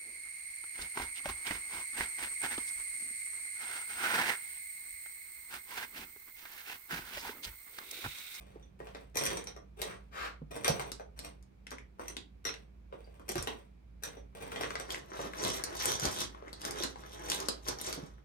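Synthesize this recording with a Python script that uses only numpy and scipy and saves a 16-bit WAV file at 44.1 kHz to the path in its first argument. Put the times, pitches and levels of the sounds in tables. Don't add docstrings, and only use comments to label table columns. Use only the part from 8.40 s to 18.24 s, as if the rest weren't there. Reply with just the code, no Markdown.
import sys
import numpy as np
from scipy import signal
from scipy.fft import rfft, irfft, next_fast_len
from scipy.io import wavfile

SR = 44100
rng = np.random.default_rng(int(sys.argv[2]) if len(sys.argv) > 2 else 0)


def wav_out(sig):
    wavfile.write(sys.argv[1], SR, np.round(np.clip(np.atleast_2d(sig).T, -1, 1) * 32767).astype(np.int16))


N = 433944
TIME = np.arange(N) / SR
CUTOFF_HZ = 16100
REBOUND_S, REBOUND_LOSS_DB = 0.009, 9


def from_db(db):
    return np.exp(np.asarray(db) * np.log(10) / 20)


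def rms_one(x):
    return x / np.sqrt(np.mean(x ** 2) + 1e-20)


def at_hz(points, hz):
    f, value = np.transpose(points)
    return np.interp(np.log(hz + 1), np.log(f), value)


def butter(x, hz, kind):
    return signal.sosfilt(signal.butter(2, hz, kind, fs=SR, output="sos"), x + 1e-18)


def convolve(x, response):
    return signal.oaconvolve(x, response)[:len(x)]


def colour(x, points, size=4096):
    log_gain = np.log(from_db(at_hz(points, np.fft.rfftfreq(size, 1 / SR))))
    cepstrum = irfft(log_gain)
    cepstrum[1:size // 2] *= 2
    cepstrum[size // 2:] = 0
    response = irfft(np.exp(rfft(cepstrum)))
    return convolve(x, response / np.linalg.norm(response))


def drift(rate, size=16):
    knots = rng.standard_normal(int(TIME[-1] * rate) + 2)
    step, part = np.divmod(TIME[::size] * rate, 1)
    eased = step + np.sin(part * np.pi / 2) ** 2
    return np.repeat(np.interp(eased, np.arange(len(knots)), knots), size)[:N]


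def add(track, s, sound):
    start = max(round(s * SR), 0)
    track[start:start + len(sound)] += sound[:N - start]


def grains(per_s, spread_db, clump_db, clump_rate):
    sizes = from_db(spread_db * np.minimum(rng.exponential(1, N), 5)) * rng.standard_normal(N)
    slipping = rng.random(N) < per_s / SR
    return rms_one(sizes * slipping * from_db(clump_db * drift(clump_rate)))


def contact(snap_s, chatter_s, chatter_db, size=3000):
    t = TIME[:size]
    snap = rng.standard_normal(size) * t * np.exp(-t / snap_s)
    chatter = rng.standard_normal(size) ** 3 * np.exp(-t / chatter_s) * (1 - np.exp(-t / snap_s))
    touch = snap / np.linalg.norm(snap) + from_db(chatter_db) * chatter / np.linalg.norm(chatter)
    return touch / np.linalg.norm(touch)


def ticks(per_s):
    catches = grains(per_s, spread_db=2, clump_db=2, clump_rate=10)
    return convolve(catches, contact(snap_s=.0005, chatter_s=.004, chatter_db=-10))


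def push(start_s, length_s, attack_s, sag_db_per_s, stop_db_per_s):
    t = np.maximum(TIME - start_s, 0)
    lost_db = sag_db_per_s * np.minimum(t, length_s) + stop_db_per_s * np.maximum(t - length_s, 0)
    return np.minimum(t / attack_s, 1) * from_db(-np.minimum(lost_db, 200))


def room_response(build_s=0.00032, size=22050):
    # frequency in Hz, seconds to fade by 60 dB.
    fade_times = [(100, 0.48), (500, 0.3), (2500, 0.24), (6000, 0.21), (15000, 0.022)]
    t, edges = TIME[:size], np.geomspace(60, 18000, 10)
    tail = np.zeros(size)
    for low, high in zip(edges, edges[1:]):
        fade = 1000. ** (-t / at_hz(fade_times, np.sqrt(low * high)))
        tail += butter(rng.standard_normal(size), [low, high], "band") * fade
    tail *= 1 - np.exp(-t / build_s)
    return tail / np.linalg.norm(tail)


def place(x, lead_ms, pan_db, room_db, moves_per_s=6):
    delayed = np.roll(x, round(lead_ms * SR / 1000))
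    direct = np.array([x * from_db(pan_db / 2), delayed * from_db(-pan_db / 2)])
    turn = drift(moves_per_s)
    spots = x * np.cos(turn), x * np.sin(turn)
    room = [sum(convolve(spot, room_response()) for spot in spots) for side in range(2)]
    return direct + from_db(room_db) * np.array(room)


def background(air_db, apart_db):
    # pitch in Hz, level in dB.
    tones = [(52.2, -67), (56.5, -57), (193, -69.5)]
    # frequency in Hz, relative level in dB.
    air_colour = [(25, -35), (66, -3), (100, -15), (132, -10), (195, -17), (600, -34), (1940, -42),
                  (2350, -38), (2760, -46), (8400, -58), (16000, -62)]
    hum = np.zeros(N)
    for hz, db in tones:
        level = from_db(db + 2 * drift(7.7)) * np.sqrt(2)
        hum += level * np.sin(2 * np.pi * hz * TIME + .5 * drift(2.5))
    air = colour(rng.standard_normal(N), air_colour)
    scale = from_db(air_db) / np.std(butter(air, 51, "high"))
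    apart = from_db(apart_db) * butter(colour(rng.standard_normal(N), air_colour), 210, "high")
    return (hum + scale * air) * from_db([[-1], [.8]]) + scale * apart * [[1], [-1]]


def desk(level_db, fade_s, thud_db, size=8000):
    # start in seconds, relative level in dB, pitch in Hz.
    bumps = [(0.156, -45, 421), (0.759, -37.5, 477), (2.017, -38.5, 153), (2.28, -37, 463),
             (2.296, -28.5, 142), (4.894, -35.5, 364), (4.955, -29.5, 350), (4.961, -34, 134),
             (4.983, -33, 65), (6.208, -35, 450), (6.792, -32, 492), (6.855, -37.5, 402), (7.028, -37, 353),
             (7.626, -34.5, 127), (7.644, -32.5, 290), (7.666, -38, 74.5), (8.404, -37, 341),
             (9.576, -36, 275), (9.629, -41.5, 141)]
    out, t = np.zeros(N), TIME[:size]
    envelope = 1000. ** (-t / fade_s) * (1 - np.exp(-t / 0.00038))
    for s, db, hz in bumps:
        thud = rms_one(butter(rng.standard_normal(size), [.55 * hz, 1.57 * hz], "band"))
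        tone = np.sin(2 * np.pi * hz * t)
        add(out, s, from_db(db + level_db) * envelope * (tone + from_db(thud_db) * thud))
    return out


def slide():
    # start in seconds, length in seconds, level in dB.
    slides = [(1.453, 0.057, -51), (1.71, 0.15, -45.5)]
    # frequency in Hz, relative level in dB.
    slide_colour = [(100, -33), (400, -5), (690, -3), (860, -7.5), (1250, 5), (2500, -5), (4500, -12),
                    (9000, -22.5), (16000, -26)]
    speed = sum(from_db(db) * push(s, length_s, attack_s=0.088, sag_db_per_s=0, stop_db_per_s=339)
                for s, length_s, db in slides)
    return speed * colour(rng.standard_normal(N), slide_colour)


def pings(fade_s, size=16000):
    # start in seconds, level in dB, pitch in Hz.
    tones = [(0.227, -60.5, 5970), (0.227, -60, 3520), (4.051, -32, 5650), (4.052, -34, 2000),
             (4.071, -37, 4080), (4.644, -60.5, 4700)]
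    out, t = np.zeros(N), TIME[:size]
    fade = 1000. ** (-t / fade_s)
    for s, db, hz in tones:
        add(out, s, from_db(db) * fade * np.sin(2 * np.pi * hz * t))
    return out


def ringing(force, wander_db=6):
    # pitch in Hz, width of the band in Hz, relative level in dB.
    resonances = [(480, 420, -6), (1120, 390, -6.5), (2000, 400, -6), (3213, 250, -1.5), (3670, 830, 1),
                  (5650, 370, 12), (5950, 390, 16.5), (8540, 760, 6.5)]
    out = np.zeros(N)
    for hz, width, db in resonances:
        drive = force * from_db(db + wander_db * drift(18))
        out += butter(drive, [hz - width / 2, hz + width / 2], "band")
    return out


def rattle(count=4, size=6000):
    out, s = np.zeros(size), 0
    for k in range(count):
        touch = contact(snap_s=0.00069, chatter_s=0.0054, chatter_db=-9)
        start = min(int(s * SR), size - len(touch))
        out[start:start + len(touch)] += from_db(-REBOUND_LOSS_DB * k) * touch
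        s += REBOUND_S * rng.uniform(.5, 2)
    return out / np.linalg.norm(out)


def shoving():
    # start in seconds, length in seconds, scraping force in dB, freedom to ring in dB.
    shoves = [(0.0, 0.2, -64, -25), (0.388, 0.23, -60.5, -31), (0.743, 0.21, -44, -16.5),
              (1.365, 0.058, -53, -17), (1.419, 0.03, -43, -19.5), (2.105, 0.16, -51, -19),
              (2.238, 0.18, -46, -17.5), (2.76, 0.088, -54.5, -22), (3.6, 0.055, -54.5, -19.5),
              (4.053, 0.025, -51, -11.5), (4.524, 0.58, -67.5, -24), (4.878, 0.26, -51.5, -23),
              (5.619, 0.059, -50.5, -21), (5.947, 0.48, -50.5, -26), (6.11, 0.1, -46, -19.5)]
    pressure, freedom_db = np.zeros(N), np.zeros(N)
    for s, length_s, db, ring_db in shoves:
        shove = push(s, length_s, attack_s=0.0043, sag_db_per_s=11, stop_db_per_s=173.5)
        pressure = np.maximum(pressure, from_db(db) * shove)
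        freedom_db[TIME >= s] = ring_db
    return pressure, freedom_db


def tray(knock_db, scrape_db, ring_db, soft_onset_db):
    # start in seconds, strength in dB, then bass and treble in dB relative to that strength.
    hits = [(0.4018, -52, 16, 3), (0.47, -39, -0.5, -21), (0.548, -35, 2, -10), (0.755, -30.5, -13, 11.5),
            (0.77, -20.5, -25, 11.5), (0.787, -26.5, -22, 10), (0.8361, -27.5, -18, 12.5),
            (0.853, -27, -15, 13.5), (0.863, -21.5, -21, 9), (0.903, -26, -11, -1),
            (0.9702, -25.5, -11.5, 0.5), (1.0705, -30, -14, 0.5), (1.163, -46.5, 8, 3.5),
            (1.4162, -28.5, -0.5, 17.5), (2.1631, -52.5, 25, 27), (2.245, -15, -8, -1),
            (2.279, -23, 3.5, 16.5), (2.3954, -27, -7.5, 5), (2.597, -47, 14.5, 3.5),
            (2.847, -38.5, -1.5, 12.5), (3.3153, -35, 1.5, 4), (3.5944, -39.5, 4, 3),
            (3.681, -34, 0.5, 12.5), (4.0518, -24.5, -8.5, 3), (4.068, -27, -9.5, 1),
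            (4.525, -52.5, 21.5, -14), (4.7957, -54, 10.5, 8), (4.8898, -28, -14.5, 16),
            (4.955, -27, -14.5, 7), (4.98, -27, -10, 6), (5.0725, -21.5, -5.5, -3.5),
            (5.635, -28, -21, 13.5), (5.769, -51, 11, -2), (6.1597, -28, 0, -9), (6.21, -25.5, -6, 0.5),
            (6.234, -23.5, -10, -15), (6.3981, -29, -2.5, 4.5)]
    # frequency in Hz, relative level in dB.
    knock_colour = [(60, -13.5), (135, -21.5), (230, 7), (450, 12.5), (1100, 4.5), (2000, 1), (5000, -7),
                    (9000, -12), (13000, -12), (16000, -52.5)]
    scrape_colour = [(60, 3), (140, 12.5), (240, 5.5), (450, 13), (800, 5), (2000, 2.5), (6000, -11),
                     (11000, -13), (16000, -15)]
    blows = np.zeros(N)
    for s, strength_db, bass_db, treble_db in hits:
        touch = rattle()
        bass = from_db(bass_db) * butter(touch, 1300, "low")
        middle = butter(touch, [1300, 7000], "band")
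        treble = from_db(treble_db) * butter(touch, 7600, "high")
        blow = from_db(strength_db + knock_db) * (bass - middle + treble)
        add(blows, s, blow)
        add(blows, s - REBOUND_S, from_db(soft_onset_db) * blow)
    knocks = colour(blows, knock_colour)
    slips = .5 * grains(per_s=2500, spread_db=4.0, clump_db=2, clump_rate=120) + ticks(per_s=200)
    pressure, freedom_db = shoving()
    scrape = colour(slips * pressure * from_db(scrape_db), scrape_colour)
    jostle = pressure / (pressure + from_db(-66.5))
    return knocks + scrape + ringing(from_db(ring_db + freedom_db) * (knocks + jostle * scrape))


def clicks(level_db, ring_db, rebound_db):
    # start in seconds, strength in dB, rough pitch in Hz (low taps are also duller).
    taps = [(1.0405, -44, 9000), (2.5174, -30.5, 4900), (2.7907, -34, 4750), (3.026, -57.5, 5500),
            (3.268, -36.5, 2260), (3.3065, -41.5, 5650), (3.3835, -40.5, 2030), (3.767, -29.5, 3200),
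            (4.0914, -30.5, 2000), (4.14, -37.5, 2340), (4.6731, -43.5, 544), (4.918, -34, 7950),
            (5.025, -32, 7740), (6.1186, -34, 1480), (6.3047, -28, 1610), (6.3544, -24.5, 1670),
            (6.504, -28.5, 3400), (6.521, -33.5, 5600), (6.545, -27.5, 1930), (6.935, -33.5, 1590),
            (7.0375, -26.5, 4940), (7.1018, -28.5, 4000), (7.2378, -24, 6100), (7.409, -31, 2130),
            (7.4557, -19.5, 7950), (7.518, -25.5, 5700), (7.5973, -29, 6000), (7.6532, -22.5, 4630),
            (7.8049, -28.5, 5050), (7.9469, -41, 975), (8.0235, -36.5, 506), (8.0803, -41, 1910),
            (8.1294, -36.5, 4240), (8.216, -35.5, 4240), (8.2506, -27, 5170), (8.309, -31, 6240),
            (8.4357, -23.5, 4500), (8.558, -37, 1070), (8.6362, -40.5, 1280), (8.8994, -23.5, 5500),
            (8.9172, -21, 3870), (9.0014, -31, 6100), (9.0852, -20.5, 4300), (9.2846, -24.5, 5270),
            (9.413, -29.5, 8500), (9.527, -28.5, 4900)]
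    # frequency in Hz, relative level in dB.
    click_colour = [(70, -15.5), (250, 12), (1500, 7.5), (4000, 5.5), (9000, 7.5), (13000, 5), (16000, -13)]
    snaps, rings = np.zeros((2, N))
    for s, db, hz in taps:
        touch = from_db(db + level_db) * contact(snap_s=0.00066, chatter_s=0.0054, chatter_db=rebound_db)
        resonance = butter(touch, [0.64 * hz, 1.205 * hz], "band")
        add(snaps, s, butter(touch, min(2.7 * hz, CUTOFF_HZ), "low"))
        add(rings, s, resonance * np.linalg.norm(touch) / np.linalg.norm(resonance))
    return colour(snaps, click_colour) + from_db(ring_db) * rings


def stroking(range_db=18.5, fibre_steepness=1.32):
    # fastest moment, rise time and fall time in seconds, then rubbing and crackle in dB.
    strokes = [(6.22, 0.18, 0.24, -54.5, -60.5), (6.519, 0.084, 0.13, -49.5, -52.5),
               (6.811, 0.12, 0.12, -46, -47.5), (7.05, 0.12, 0.22, -41.5, -41),
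               (7.157, 0.043, 0.045, -57, -36.5), (7.27, 0.49, 0.63, -52.5, -70),
               (7.439, 0.12, 0.23, -45.5, -35), (7.649, 0.12, 0.11, -43.5, -38.5),
               (7.822, 0.23, 0.049, -51, -41), (7.951, 0.31, 1, -64, -73.5), (8.267, 0.1, 0.19, -48, -49),
               (8.428, 0.26, 0.087, -49, -46), (8.78, 0.47, 0.6, -57.5, -59),
               (8.924, 0.18, 0.2, -45.5, -43), (9.289, 0.05, 0.068, -45.5, -42),
               (9.458, 0.11, 0.19, -49, -43.5)]
    rub_db = fibre_db = np.full(N, -np.inf)
    for s, rise_s, fall_s, rub, fibre in strokes:
        speed_db = -range_db * np.maximum((s - TIME) / rise_s, (TIME - s) / fall_s)
        rub_db = np.maximum(rub_db, rub + speed_db)
        fibre_db = np.maximum(fibre_db, fibre + fibre_steepness * speed_db)
    return from_db(rub_db), from_db(fibre_db)


def crackles(snags, count=7):
    edges = np.geomspace(700, 15500, count + 1)
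    band = rng.integers(0, count, N)
    return rms_one(sum(butter(snags * (band == k), edges[k:k + 2], "band") for k in range(count)))


def sleeve(rub_db, jingle_db):
    # frequency in Hz, relative level in dB.
    rub_colour = [(50, -23), (130, -8.5), (200, -13.5), (380, -4), (750, -9.5), (1300, -11), (3000, -22),
                  (8000, -74)]
    fibre_colour = [(300, 8.5), (1500, -2), (4000, 2.5), (6000, 3.5), (9000, -3), (13000, -2.5),
                    (16000, -19)]
    rub_gain, crackle_gain = stroking()
    jerks = grains(per_s=2500, spread_db=2, clump_db=3, clump_rate=35) + ticks(per_s=70)
    drag = colour(rms_one(jerks), rub_colour)
    snags = grains(per_s=2200, spread_db=3.2, clump_db=4, clump_rate=70)
    snaps = crackles(snags) + .6 * ticks(per_s=110)
    fibres = crackle_gain * colour(snaps, fibre_colour)
    return from_db(rub_db) * rub_gain * drag + fibres + from_db(jingle_db) * ringing(fibres)


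def scene():
    far = tray(knock_db=12.5, scrape_db=-2.5, ring_db=10.5, soft_onset_db=-21.5)
    far = far + slide() + pings(fade_s=0.034)
    return (place(far, lead_ms=.41, pan_db=8.5, room_db=1.5)
            + place(clicks(level_db=14.5, ring_db=-3.5, rebound_db=-7), lead_ms=.43, pan_db=7, room_db=-3)
            + place(sleeve(rub_db=3, jingle_db=-19), lead_ms=.43, pan_db=6.5, room_db=-1)
            + place(desk(level_db=-0.5, fade_s=0.091, thud_db=-1.5), lead_ms=.3, pan_db=2, room_db=-11.5)
            + background(air_db=-62, apart_db=0.5))


def record(dry):
    # frequency in Hz, how much louder the left is than the right in dB.
    balance = [(100, -1.3), (200, -3), (380, -5.5), (700, -1.5), (1290, 2), (2380, -1.5), (4400, -5.5),
               (8120, -2), (15000, -5.5)]
    mid, side = butter(np.array([dry[0] + dry[1], dry[0] - dry[1]]) / 2, 25, "high")
    side = side + from_db(-3.5) * butter(side, [450, 1200], "band") - 0.21 * butter(side, 200, "low")
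    size = next_fast_len(N + 4096)
    spectrum = rfft(np.array([mid + side, mid - side]), size)
    lean_db = at_hz(balance, np.fft.rfftfreq(size, 1 / SR)) / 2
    heard = irfft(spectrum * from_db([lean_db, -lean_db]), size)[:, :N]
    return signal.sosfilt(signal.cheby1(14, .2, CUTOFF_HZ, fs=SR, output="sos"), heard)


dry = scene()
out = record(dry)
wav_out(out)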